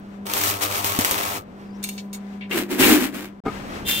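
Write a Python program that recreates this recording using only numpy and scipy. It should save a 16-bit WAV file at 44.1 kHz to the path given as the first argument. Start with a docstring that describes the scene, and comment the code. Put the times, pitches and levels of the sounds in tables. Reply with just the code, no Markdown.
"""A transformer hums outdoors; a stick welder's arc, pulsed noise and clicks, sizzles, spits and buzzes.
A faint chirp, a gliding tone, comes before tongs clink and a steel bar drags over gritty ground:
struck modes and hiss, then coloured grit noise driving low resonances. The sound drops out for a moment,
then come wind on the microphone (low noise), a knock on a frame (damped modes),
a distant horn (summed harmonics) and a scuff (the treble of the grit noise)."""
import sys
import numpy as np
from scipy import signal
from scipy.fft import rfft, irfft
from scipy.io import wavfile
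from scipy.ndimage import uniform_filter1d

SR = 44100
rng = np.random.default_rng(int(sys.argv[2]) if len(sys.argv) > 2 else 0)


def nominal_scale(level):
    """Amplitude ratio for a level in decibels (scalar or array-like)."""
    x = np.asarray(level, float) / 20
    return 10 ** x


def digitize_waveform(pressure):
    """Quantize a signal to 16-bit integers and store it at the path in sys.argv[1].

    Rows of a 2-D input are taken as channels; values are limited to [-1, 1].
    """
    field = np.atleast_2d(pressure).T
    bounded = np.clip(field, -1, 1)
    quanta = np.round(bounded * 32767).astype(np.int16)
    wavfile.write(sys.argv[1], SR, quanta)


N = 176400
T = np.arange(N) / SR  # time [s]


def evened(x):
    """Normalisation: scales a signal to unit rms."""
    return x / np.sqrt(np.mean(x ** 2) + 1e-20)


def read(points, hz):
    """Spectral interpolation: reads a table along a logarithmic frequency axis."""
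    f, value = np.transpose(points)
    return np.interp(np.log(hz + 1), np.log(f + 1), value)


def level(rows, column=1):
    """Amplitude envelope: gain interpolated in dB over time, silent outside the table."""
    rows = np.array(rows)
    return nominal_scale(np.interp(T, rows[:, 0], rows[:, column], left=-200, right=-200))


def colour(x, gain):
    """Linear filtering: multiplies the spectrum by a gain over frequency."""
    return irfft(rfft(x) * gain(np.fft.rfftfreq(N, 1 / SR)), N)


def slow(width_s):
    """Random fluctuation: white noise averaged twice over a window, at unit rms."""
    size = round(width_s * SR)
    once = uniform_filter1d(rng.standard_normal(N), size)
    return evened(uniform_filter1d(once, size))


def grains(per_s, spread_db):
    """Impulsive noise: sparse random clicks, a few of them large, at unit rms."""
    happens = rng.random(N) < per_s / SR
    size = nominal_scale(spread_db * np.minimum(rng.exponential(1, N), 4))
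    return evened(rng.standard_normal(N) * happens * size)


def add(mix, s, sound):
    """Superposition: adds a sound to the mix from a given time."""
    part = mix[round(s * SR):][:len(sound)]
    part += sound[:len(part)]


def ring(modes, t60):
    """Modal vibration: one blow excites decaying sines, scattered in pitch and strength."""
    t = T[:SR // 4]
    x = np.zeros(len(t))
    for hz, db in modes:
        fading = nominal_scale(db + 2 * rng.standard_normal() - 60 * t / t60)
        x += fading * np.sin(2 * np.pi * hz * (1 + 0.0247 * rng.standard_normal()) * t)
    return x / abs(x).max()


PULSE_HZ = 99.82  # twice the mains frequency
# idle transformer: (time [s], relative level [dB])
HUM_LEVEL = [(0, -41.5), (.25, -34.5), (.36, -48.5), (1.5, -46.5), (1.71, -35), (2.5, -34), (3.15, -40),
             (4, -44)]
# its partials: (multiple of PULSE_HZ, relative level [dB])
HUM_PARTIALS = [(2, -0.5), (4, -19.5), (7.5, -24.5), (10, -26)]


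def hum():
    """Additive synthesis: an idle transformer vibrates at multiples of twice the mains frequency."""
    tone = sum(nominal_scale(db) * np.cos(2 * np.pi * (k * PULSE_HZ * T + rng.random())) for k, db in HUM_PARTIALS)
    return level(HUM_LEVEL) * np.sqrt(2) * tone


# outdoor background: (time [s], relative level [dB], further level of the treble [dB])
YARD_LEVEL = [(0, -44, -0.5), (1.4, -42, -2.5), (2.3, -45.5, 4.5), (3.447, -46, -1.5), (3.456, -37, 10.5),
              (4, -35, 4)]
# its spectrum: (frequency [Hz], gain [dB])
YARD_SPECTRUM = [(30, -3), (250, 6.5), (900, -5.5), (1500, -10.5), (4000, -25.5), (16000, -41.5)]


def yard():
    """Filtered noise: an outdoor background whose treble fluctuates apart from the rest."""
    air = evened(colour(rng.standard_normal(N), lambda hz: nominal_scale(read(YARD_SPECTRUM, hz))))
    low = colour(air, lambda hz: 1 / (1 + (hz / 1500) ** 2))
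    treble_gain = level(YARD_LEVEL, column=2) * nominal_scale(3.9 * slow(0.072))
    return level(YARD_LEVEL) * (low + treble_gain * (air - low))


# burning of the arc: (time [s], relative level [dB])
ARC_LEVEL = [(.255, -48), (.267, -38.5), (.37, -28.5), (.5, -23), (.53, -32.5), (.605, -39.5), (.625, -22),
             (.68, -34), (.78, -27), (.835, -37), (.86, -25.5), (.98, -32.5), (1.06, -28.5), (1.375, -34.5),
             (1.44, -71)]
# colour of sizzle and spits: (frequency [Hz], gain [dB])
SIZZLE_SPECTRUM = [(70, -16), (400, -4), (1200, 1), (1550, -3), (2200, -0.5), (5000, -4), (15300, -2)]
# spits of molten metal: (time [s], relative peak [dB])
SPITS_OF_METAL = [(0.3366, -7.5), (0.377, -10), (0.437, -6.5), (0.845, -8), (0.9896, -5.5), (1.01, -8.5),
                  (1.0478, -3.5), (1.1113, -5)]
# gas bursts from the pool: (time [s], relative peak [dB], frequency [Hz])
GAS_BURSTS = [(0.989, -14, 255), (1.115, -30.5, 83)]
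SPIT_T60_S, PUFF_T60_S, BURST_T60_S = 0.004, 0.17, 0.028  # times to fall 60 dB
PUFF_DB = -12.5  # relative to its spit
SPARKS_PER_S, SPARK_SPREAD_DB, SPARKS_DB = 500, 11.5, -6
BUZZ_DB, BUZZ_FIRST_DB = -42, -39  # higher multiples, first multiple
BUZZ_WAVER, PULSE_DEPTH = 0.79, 0.11
BODY_HZ, BODY_SHARE = 3000, 0.13  # below BODY_HZ only this share of the larger level swings is followed


def sizzle(burn):
    """Amplitude modulation: noise pulses with the current among sparks, its low body held steadier."""
    pulse = 1 + PULSE_DEPTH * np.cos(2 * np.pi * PULSE_HZ * T)
    hiss = rng.standard_normal(N) * pulse * nominal_scale(2.32 * slow(0.0037))
    x = burn * (hiss + nominal_scale(SPARKS_DB) * grains(SPARKS_PER_S, SPARK_SPREAD_DB))
    body = colour(x, lambda hz: 1 / (1 + (hz / BODY_HZ) ** 2))
    strength = np.maximum(burn, burn.max() / 3) / burn.max()
    return x + body * (strength ** (BODY_SHARE - 1) / np.sqrt(2) - 1)


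def add_spits(x):
    """Transient noise: each spit is a sharp burst with a longer, weaker puff."""
    t = T[:SR // 8]
    for s, db in SPITS_OF_METAL:
        fading = nominal_scale(-60 * t / SPIT_T60_S) + nominal_scale(PUFF_DB - 60 * t / PUFF_T60_S)
        add(x, s, nominal_scale(db) * rng.uniform(-1.1, 1, len(t)) * fading)


def arc_buzz(burn):
    """Harmonic series: multiples of the pulse rate waver separately while the arc burns."""
    on = np.minimum(burn / np.median(burn[burn > 1e-4]), 1) ** .5
    buzz = np.zeros(N)
    for k in (1, *range(3, 14)):
        strength = nominal_scale(BUZZ_DB if k > 1 else BUZZ_FIRST_DB) * (1 + BUZZ_WAVER * slow(0.03))
        buzz += strength * np.cos(2 * np.pi * (k * PULSE_HZ * T + rng.random()))
    return on * buzz


def add_gas_bursts(x):
    """Damped oscillation: each gas burst is an exponentially decaying sine."""
    t = T[:SR // 8]
    for s, db, hz in GAS_BURSTS:
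        add(x, s, nominal_scale(db - 60 * t / BURST_T60_S) * 2 * np.sin(2 * np.pi * hz * t))


def arc():
    """Superposition: coloured sizzle and spits join the tonal buzz and gas bursts of the arc."""
    burn = level(ARC_LEVEL)
    noisy = sizzle(burn)
    add_spits(noisy)
    tonal = arc_buzz(burn)
    add_gas_bursts(tonal)
    return colour(noisy, lambda hz: nominal_scale(read(SIZZLE_SPECTRUM, hz))) * 2 + tonal


# chirp: (time [s], frequency [Hz], relative level [dB])
BIRD_CHIRP = [(1.648, 5280, -69), (1.709, 4700, -64), (1.772, 5830, -55)]


def bird():
    """Frequency modulation: a faint chirp is a flickering sine that glides down, then up."""
    s, hz, _ = np.transpose(BIRD_CHIRP)
    turns = np.cumsum(np.interp(T, s, hz)) / SR
    return level(BIRD_CHIRP, column=2) * slow(0.0013) * np.sin(2 * np.pi * turns)


# clinks: (time [s], peak [dB], centre of the part that rings most [Hz], rattle length [s])
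TONG_CLINKS = [(1.828, -27, 6000, 0.073), (1.839, -15, 12700, 0.0063), (1.889, -19.5, 11000, 0.0082),
               (1.894, -37, 7900, 0.11), (1.979, -29, 3700, 0.025), (2.13, -26.5, 6900, 0.029),
               (2.409, -32.5, 2380, 0.047), (2.512, -19, 2340, 0.037), (2.825, -10.5, 2320, 0.031)]
# resonances of the tongs: (frequency [Hz])
TONG_MODES = [2293, 2740, 3690, 4350, 6610, 8500, 9810, 12650]
TONGS_T60_S = 0.057
RATTLE_DB = 1  # peak of the hiss relative to the ringing
FOCUS_HZ = 11000  # blows centred far below this ring a narrow group of modes


def tongs():
    """Modal excitation: a short rattle of contacts rings the tongs, with a gritty hiss of like colour."""
    out, t = np.zeros(N), T[:SR // 4]
    for s, db, centre_hz, length_s in TONG_CLINKS:
        focus_db = lambda hz: -(FOCUS_HZ / centre_hz * np.log2((hz + 1) / centre_hz)) ** 2
        fade = np.exp(-(t / length_s) ** 2)
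        contacts = rng.standard_normal(len(t)) * fade * (rng.random(len(t)) < .03)
        contacts[0] = 2  # the first contact
        blow = ring([(hz, focus_db(hz)) for hz in TONG_MODES], TONGS_T60_S)
        ringing = signal.fftconvolve(contacts, blow)
        spectrum = rfft(rng.standard_normal(len(t))) * nominal_scale(focus_db(np.fft.rfftfreq(len(t), 1 / SR)))
        hiss = irfft(spectrum, len(t)) * fade
        add(out, s, nominal_scale(db) * ringing / (abs(ringing).max() + 1e-9))
        add(out, s, nominal_scale(db + RATTLE_DB) * hiss / abs(hiss).max())
    return out


# bar resonances: (frequency [Hz], relative drive [dB], time the sliding contact drives it best [s])
BAR_MODES = [(262.8, -1, 2.87), (297.5, -0.37, 2.92), (349.5, 2.8, 2.37)]
BAR_WIDTH_HZ, BOOM_DB = 19, -2
SLIDE_DB_PER_S = 27.5  # loss of drive away from the best time
BOOM_SHARE = 0.91  # of the swings in grit level that the ringing follows


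def bar(press, peak):
    """Driven resonance: the moving contact favours different low modes of the bar at different times."""
    push = press ** BOOM_SHARE * (press > 1e-6) * rng.standard_normal(N)
    out = np.zeros(N)
    for hz, db, s in BAR_MODES:
        drive = push * nominal_scale(db - SLIDE_DB_PER_S * abs(T - s))
        out += colour(drive, lambda f: np.minimum(f / hz, 1) / (1 + 2j * (f - hz) / BAR_WIDTH_HZ))
    return evened(out) * nominal_scale(BOOM_DB) * push.std() * peak


# grit under the dragged bar: (time [s], relative level [dB])
DRAG_LEVEL = [(2.495, -37), (2.515, -26), (2.586, -17.5), (2.68, -39.5), (2.716, -20.5), (2.776, -27),
              (2.802, -12), (2.93, -12), (2.99, -20), (3.05, -20), (3.12, -37), (3.148, -25.5),
              (3.26, -31.5), (3.33, -53.5)]
# its spectrum: (frequency [Hz], gain [dB])
GRIT_SPECTRUM = [(300, -9), (2300, 2), (5500, -6), (14000, -3)]
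# last scuff: (time [s], relative level [dB])
SCUFF_LEVEL = [(3.85, -49), (3.89, -22), (4, -31.5)]
GRIT_BRIGHT = 1.64  # the treble swings more than the grit level


def drag():
    """Friction noise: grit under the bar is brighter when pressed hard; a scuff uses its treble."""
    rough = rng.standard_normal(N) + grains(780, 3.4)
    grit = evened(colour(rough, lambda hz: nominal_scale(read(GRIT_SPECTRUM, hz))))
    treble = colour(grit, lambda hz: hz ** 2 / (hz ** 2 + 1800 ** 2))
    grind = level(DRAG_LEVEL)
    press = grind / grind.max()
    ground = grind * (grit - treble + treble * press ** (GRIT_BRIGHT - 1))
    return ground + 2 * level(SCUFF_LEVEL) * treble + bar(press, grind.max())


# silent gap, after which the wind is heard: (start [s], end [s])
GAP_S = (3.403, 3.438)
WIND_DB, WIND_HZ = -46, 109.5  # median gain, low-pass half-gain frequency


def wind():
    """Low-frequency noise: lumpy wind on the microphone, heard after the gap."""
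    rumble = colour(rng.standard_normal(N), lambda hz: hz / (30 + hz) / (1 + (hz / WIND_HZ) ** 2))
    return nominal_scale(WIND_DB + 1.4 * slow(0.092)) * (T > GAP_S[1]) * evened(rumble)


# bumps: (time [s], peak [dB])
BUMPS = [(3.453, -26), (3.4611, -10.5), (3.48, -16.5)]
# frame resonances: (frequency [Hz], relative level [dB])
FRAME_MODES = [(292, 0), (435, 2), (755, 6), (1000, -4), (1237, 4), (2150, -6)]
FRAME_T60_S = 0.043


def knocks():
    """Impact excitation: each bump shudders briefly and rings the damped modes of the frame."""
    out, t = np.zeros(N), T[:SR // 20]
    for s, db in BUMPS:
        shudder = rng.standard_normal(len(t)) * np.exp(-t / 0.012)
        sound = signal.fftconvolve(shudder, ring(FRAME_MODES, FRAME_T60_S))
        add(out, s, nominal_scale(db) * sound / abs(sound).max())
    return out


# horn partials: (multiple of HORN_HZ, relative level [dB])
HORN_PARTIALS = [(7, -32), (8, -29.5), (9, -28), (10, -37.5)]
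HORN_HZ, HORN_S, HORN_RISE_S = 393.7, 3.848, 0.031  # fundamental, start, rise time


def horn():
    """Additive synthesis: a distant vehicle horn sums fluctuating harmonics under a linear rise."""
    out = np.zeros(N)
    for k, db in HORN_PARTIALS:
        out += nominal_scale(db + 2 * slow(0.0058)) * np.cos(2 * np.pi * (k * HORN_HZ * T + rng.random()))
    return np.clip((T - HORN_S) / HORN_RISE_S, 0, 1) * out


# likeness of the two sides: (frequency [Hz], shared fraction [1])
LIKENESS = [(60, 1), (300, 0.73), (15000, 0.06)]
# balance: (frequency [Hz], left minus right gain [dB])
BALANCE = [(30, -0.5), (500, 1.5), (1500, 5), (15000, -0.1)]
WELD_LAG_S, BAR_LAG_S = 0.000331, .0001  # delay of the shared part at the left


def scene():
    """Interaural coherence: the left shares part of each noisy sound, late; the rest is independent."""
    left = hum() + bird() + knocks() + horn()
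    right = left.copy()
    same = lambda hz: np.clip(read(LIKENESS, hz), 0, 1)
    sources = [(lambda: yard() + wind(), WELD_LAG_S), (lambda: arc() + tongs(), WELD_LAG_S), (drag, BAR_LAG_S)]
    for source, lag_s in sources:
        near, other = source(), source()
        right += near
        left += colour(near, lambda hz: same(hz) * np.exp(-2j * np.pi * hz * lag_s))
        left += colour(other, lambda hz: np.sqrt(1 - same(hz) ** 2))
    return np.array([colour(left, lambda hz: nominal_scale(.5 * read(BALANCE, hz))),
                     colour(right, lambda hz: nominal_scale(-.5 * read(BALANCE, hz)))])


def low_pass(x):
    """Removes everything above the highest recorded frequency."""
    return signal.sosfilt(signal.butter(12, 16800, fs=SR, output="sos"), x)


NOTCH_HZ, NOTCH_DB, NOTCH_WIDTH_HZ = 9825, -16.5, 450
EDGE_HZ = 15700  # the treble falls steeply above this


def record(dry):
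    """Transduction: microphone notch, soft overload, a steep upper limit and a brief dropout."""
    x = colour(dry, lambda hz: nominal_scale(NOTCH_DB * np.exp(-((hz - NOTCH_HZ) / NOTCH_WIDTH_HZ) ** 2)))
    x = colour(np.tanh(x), lambda hz: nominal_scale(np.clip((EDGE_HZ - hz) / 10, -60, 0)))
    on = uniform_filter1d(((T < GAP_S[0]) | (T > GAP_S[1])) * 1., size=60)  # softened edges
    return low_pass(x * on)


dry = scene()
out = record(dry)
digitize_waveform(out)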